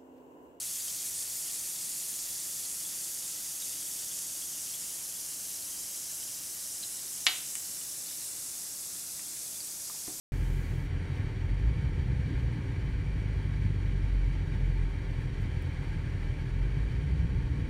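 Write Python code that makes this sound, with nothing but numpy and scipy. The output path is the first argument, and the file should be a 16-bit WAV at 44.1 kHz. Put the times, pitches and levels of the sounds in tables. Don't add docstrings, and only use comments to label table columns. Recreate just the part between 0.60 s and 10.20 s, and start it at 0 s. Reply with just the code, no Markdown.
import sys
import numpy as np
from scipy import signal
from scipy.fft import rfft, irfft
from scipy.io import wavfile
from scipy.ndimage import uniform_filter1d

SR = 44100
rng = np.random.default_rng(int(sys.argv[2]) if len(sys.argv) > 2 else 0)


def to_wav(s):
    ch = np.atleast_2d(s).T
    pcm = np.round(np.clip(ch, -1, 1) * 32767)
    wavfile.write(sys.argv[1], SR, pcm.astype(np.int16))


N = 423360
TIME = np.arange(N) / SR

# t/s, level/dB
FIZZ_LEVEL = [(0, -36.5), (3.7, -38), (4.3, -39), (6.8, -39.5), (9.6, -40.5)]


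def from_db(db):
    return 10 ** (np.asarray(db) / 20)


def unit(x):
    return x / np.sqrt(np.mean(x ** 2) + 1e-20)


def at_hz(points, hz):
    f, value = np.transpose(points)
    return np.interp(np.log(hz + 1), np.log(f), value)


def at_time(rows, t):
    times, *columns = np.transpose(rows)
    return [np.interp(t, times, column) for column in columns]


def bell(hz, centre, octaves):
    return np.exp(-.5 * (np.log2((hz + 1) / centre) / octaves) ** 2)


def band_rms(x, low_hz, high_hz):
    hz = np.fft.rfftfreq(len(x), 1 / SR)
    band = rfft(x)[(hz > low_hz) & (hz < high_hz)]
    return np.sqrt(2 * np.sum(abs(band) ** 2)) / len(x)


def add(mix, start_s, sound):
    part = mix[..., round(start_s * SR):][..., :sound.shape[-1]]
    part += sound[..., :part.shape[-1]]


def stereo(pair, colour, width):
    hz = np.fft.rfftfreq(N, 1 / SR)
    spectra = rfft(pair) * from_db(at_hz(colour, hz))
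    spectra[1] *= from_db(at_hz(width, hz))
    mid, side = irfft(spectra, N)
    return np.array([mid + side, mid - side])


def click(gain_at, size=4096):
    hz = abs(np.fft.fftfreq(size, 1 / SR))
    log_gain = np.log(gain_at(hz) + 1e-4)
    spectrum = np.exp(np.conj(signal.hilbert(log_gain)))
    pulse = np.fft.ifft(spectrum).real[:size // 2]
    return pulse / np.linalg.norm(pulse)


def room_tone(level_db=-62.0, left_db=-0.84):
    # f/Hz, level/dB
    colour = [(15, -8), (35, -15.5), (60, -2.5), (95, -0.5), (190, 1), (240, -4.5), (300, 0.5), (450, -7),
              (590, -4), (800, -7), (1100, -8.5), (2000, -9), (4000, -18.5)]
    # f/Hz, level/dB
    width = [(30, -3), (120, -1), (300, 3), (700, 2), (1500, 1.5), (3000, -20)]
    noise = stereo(rng.standard_normal((2, N)), colour, width)
    noise /= band_rms(noise.mean(0), 200, 900)
    return from_db([[level_db + left_db], [level_db]]) * noise


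def bathroom_reverb(scatter_db=-2, scatter_t60=0.046, tail_db=-3, modes_db=-5, width=0.35):
    # f/Hz, t60/s
    room_decay = [(200, 0.87), (800, 0.44), (2000, 0.52), (3500, 0.5), (5000, 0.2), (10000, 0.33)]
    # f/Hz, level/dB, t60/s
    tub_modes = [(302, -2, 0.21), (378, -5.5, 0.32), (740, -4, 0.32), (867, -4.5, 0.18), (1020, -14, 0.4),
                 (1310, -4, 0.21), (1555, -8, 0.22), (1880, -2, 0.18), (2050, 0, 0.11), (2060, -8, 0.26),
                 (2256, -1, 0.17), (2710, 10, 0.046), (2840, -9, 0.32), (3000, 0, 0.21), (3230, -9, 0.3),
                 (3375, -3, 0.097), (3450, -24, 0.28), (3760, -22, 0.39), (3900, -29, .26),
                 (4720, -5, 0.27), (4600, -18, .15)]
    # delay/s, gain
    wall_echoes = [(0.0056, 0.39), (0.026, .1), (0.019, 0.2)]
    t = np.arange(SR * 3 // 5) / SR
    near, far = [mid + width * np.array([side, -side]) for mid, side in rng.normal(size=(2, 2, len(t)))]
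    scatter = near * from_db(-60 * t / scatter_t60)
    hz, frame_s, frames = signal.stft(far, SR, nperseg=256)
    frames *= from_db(-60 * frame_s / at_hz(room_decay, hz)[:, None])
    tail = signal.istft(frames, SR, nperseg=256)[1][:, :len(t)]
    modes = np.zeros((2, len(t)))
    for mode_hz, db, t60 in tub_modes:
        phase = 2 * np.pi * rng.random() + width * rng.standard_normal((2, 1))
        modes += from_db(db - 60 * t / t60) * np.sin(2 * np.pi * mode_hz * t + phase)
    layers = [(scatter_db, scatter), (tail_db, tail), (modes_db, modes)]
    out = sum(from_db(db) * unit(layer) for db, layer in layers) / np.sqrt(len(t))
    for delay, gain in wall_echoes:
        add(out, delay, np.full((2, 1), gain))
    return out


def blow(edge_hz, hard_hz=4000, rise_db_per_octave=7, fall_db_per_octave=23):
    steepness = (edge_hz / hard_hz) ** 0.44

    def gain_at(hz):
        octaves = np.log2((hz + 1) / edge_hz)
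        slopes_db = np.minimum(rise_db_per_octave * octaves, -fall_db_per_octave * octaves)
        return from_db(np.maximum(steepness * slopes_db, -45))
    return click(gain_at)


def knocks(room, tick_hz=8000, tick_wet_db=-11, left_lag_s=0.00002, left_db=-0.7):
    # t/s, body/dB, edge/Hz (higher when harder), tick/dB, ring against body/dB
    hits = [(6.6674, 5, 4020, -7, -1), (6.954, -20.5, 3000, -9, -5), (8.594, -28, 2300, -35, -8),
            (9.299, -32, 1710, -40, -9), (9.477, -22, 332, -48, 2)]
    out = np.zeros((2, N))
    contact = click(lambda hz: bell(hz, tick_hz, octaves=0.18))
    for start_s, body_db, edge_hz, tick_db, ring_db in hits:
        body = from_db(body_db) * blow(edge_hz)
        tick = from_db(tick_db) * contact
        send = from_db(ring_db) * body + from_db(tick_wet_db) * tick
        add(out, start_s, body + tick)
        add(out, start_s, signal.fftconvolve(send[None], room, axes=1))
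    out[0] = from_db(left_db) * np.interp(TIME - left_lag_s, TIME, out[0])
    return out


def bubble_flurries(count=300, per_flurry=4, usual_hz=4400, offset_db=-10, scatter_s=0.035):
    flurries = count // per_flurry
    flurry_s = np.repeat(rng.random(flurries) * N / SR, per_flurry)
    pitch = np.repeat(np.clip(rng.standard_normal(flurries), -2, 2), per_flurry)
    lag, accent, detune = np.clip(rng.standard_normal((len(flurry_s), 3)), -2, 2).T
    start_s = abs(flurry_s + scatter_s * lag)
    db = at_time(FIZZ_LEVEL, start_s)[0] + offset_db + 2.5 * accent + 2 * pitch
    octaves = 0.35 * pitch + 0.093 * detune
    return np.column_stack([start_s, db, usual_hz * 2 ** octaves])


def bubble_pings(room, t60=0.019, rise_per_s=0.4, wet_db=-13, echo_gain=0.61, echo_span_s=0.01):
    # t/s, level/dB, f/Hz
    loud_pings = [(.203, -33, 4700), (.281, -38.5, 3150), (.463, -39, 3800), (2.051, -35, 4350),
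                  (2.25, -40, 3430), (3.021, -37, 3760), (3.514, -41, 3360), (3.822, -42, 3350),
                  (4.139, -41, 3300), (6.23, -34, 4000), (9.005, -33, 4620), (9.298, -43, 1150),
                  (9.347, -49, 915)]
    out = np.zeros(N)
    t = np.arange(SR // 10) / SR
    for start_s, db, hz in np.vstack([loud_pings, bubble_flurries()]):
        ping = from_db(db - 60 * t / t60) * np.sin(2 * np.pi * hz * t * (1 + rise_per_s * t))
        add(out, start_s, ping)
        for delay in echo_span_s * rng.random(size=3):
            add(out, start_s + delay, echo_gain * ping)
    return out + from_db(wet_db) * signal.fftconvolve(out[None], room, axes=1)[:, :N]


def drifting_echoes(x, places=6, t60=0.12, lowpass_hz=4500):
    position = np.linspace(0, places - 1, N)
    t = np.arange(SR // 8) / SR
    out = np.zeros((2, N))
    for place in range(places):
        crossfade = np.sqrt(np.maximum(1 - abs(position - place), 0))
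        echoes = rng.standard_normal(len(t)) * from_db(-60 * t / t60)
        out += signal.oaconvolve(x * crossfade, echoes[None] / np.linalg.norm(echoes), axes=1)[:, :N]
    return signal.lfilter(*signal.butter(1, lowpass_hz, fs=SR), out)


def drift_colour(x, dip_db=5, lift_db=2.5, growth_db_per_s=0.44):
    # t/s, f/Hz, echo strength (0-1)
    notch_path = [(1.2, 4360, 0), (3.6, 4030, 0.7), (4.6, 3740, 0.7), (6.6, 3470, 0.4), (7.5, 3100, 0.8),
                  (9.6, 2950, 0.7)]
    hz, t, frames = signal.stft(x, SR, nperseg=1024, noverlap=768)
    hz = hz[:, None]
    dip_hz, strength = at_time(notch_path, t)
    dip = dip_db * bell(hz, dip_hz, octaves=0.043)
    lift = lift_db * bell(hz, 0.786 * dip_hz, octaves=0.14)
    steady_hump = 1.5 * bell(hz, 4510, octaves=0.032)
    growing_hump = (growth_db_per_s * t - 1.3) * bell(hz, 5400, octaves=0.11)
    frames *= from_db(strength * (lift - dip) + steady_hump + growing_hump)
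    return signal.istft(frames, SR, nperseg=1024, noverlap=768)[1][:, :N]


def tiny_bursts(sizes=32, spread_db=1.5, ring_cycles=18):
    out = np.zeros(N)
    for hz in np.geomspace(900, 17000, sizes):
        count = int(N / SR * (hz / 150) ** 2)
        onsets = rng.integers(0, N, count)
        kicks = np.bincount(onsets, from_db(spread_db * rng.exponential(size=count)), N)
        t60 = ring_cycles / hz
        t = np.arange(int(t60 * SR)) / SR
        ping = np.cos(2 * np.pi * hz * t) * from_db(-60 * t / t60)
        out += np.sqrt(hz) * unit(signal.oaconvolve(kicks - kicks.mean(), ping)[:N])
    return out


def fizz(wet_db=-6.5, flutter_db=0.67):
    # f/Hz, level/dB
    colour = [(500, -59), (1200, -25), (2200, -17), (3200, -12.5), (4200, -9), (5200, -4.5), (6000, -1.5),
              (7400, 0.5), (9000, -0.16), (10500, -0.5), (12000, -3.5), (14000, -9), (15700, -15)]
    # f/Hz, level/dB
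    width = [(1000, -9), (2000, -3), (3200, -48), (4800, -60), (6300, -30), (8500, -21.5), (11000, -8.5),
             (15000, -8.5)]
    foam = stereo(np.array([tiny_bursts(), tiny_bursts()]), colour, width)
    foam += from_db(wet_db) * drifting_echoes(foam)
    frames = signal.stft(foam, SR, nperseg=1024, noverlap=768)[2]
    spurts = uniform_filter1d(rng.standard_normal(frames.shape[1:]), size=12, axis=1)
    spurts = uniform_filter1d(spurts, size=70, axis=0)
    frames *= from_db(flutter_db * unit(spurts))
    foam = signal.istft(frames, SR, nperseg=1024, noverlap=768)[1][:, :N]
    foam /= band_rms(foam.mean(0), 5000, 15000)
    return foam * from_db(at_time(FIZZ_LEVEL, TIME)[0])


def scene():
    room = bathroom_reverb()
    bath_bomb = drift_colour(fizz() + bubble_pings(room))
    return bath_bomb + knocks(room) + room_tone()


def record(dry):
    lowpass = signal.firwin(1023, cutoff=15800, window=("kaiser", 9), fs=SR)
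    return signal.oaconvolve(dry, lowpass[None], "same")


dry = scene()
out = record(dry)
to_wav(out)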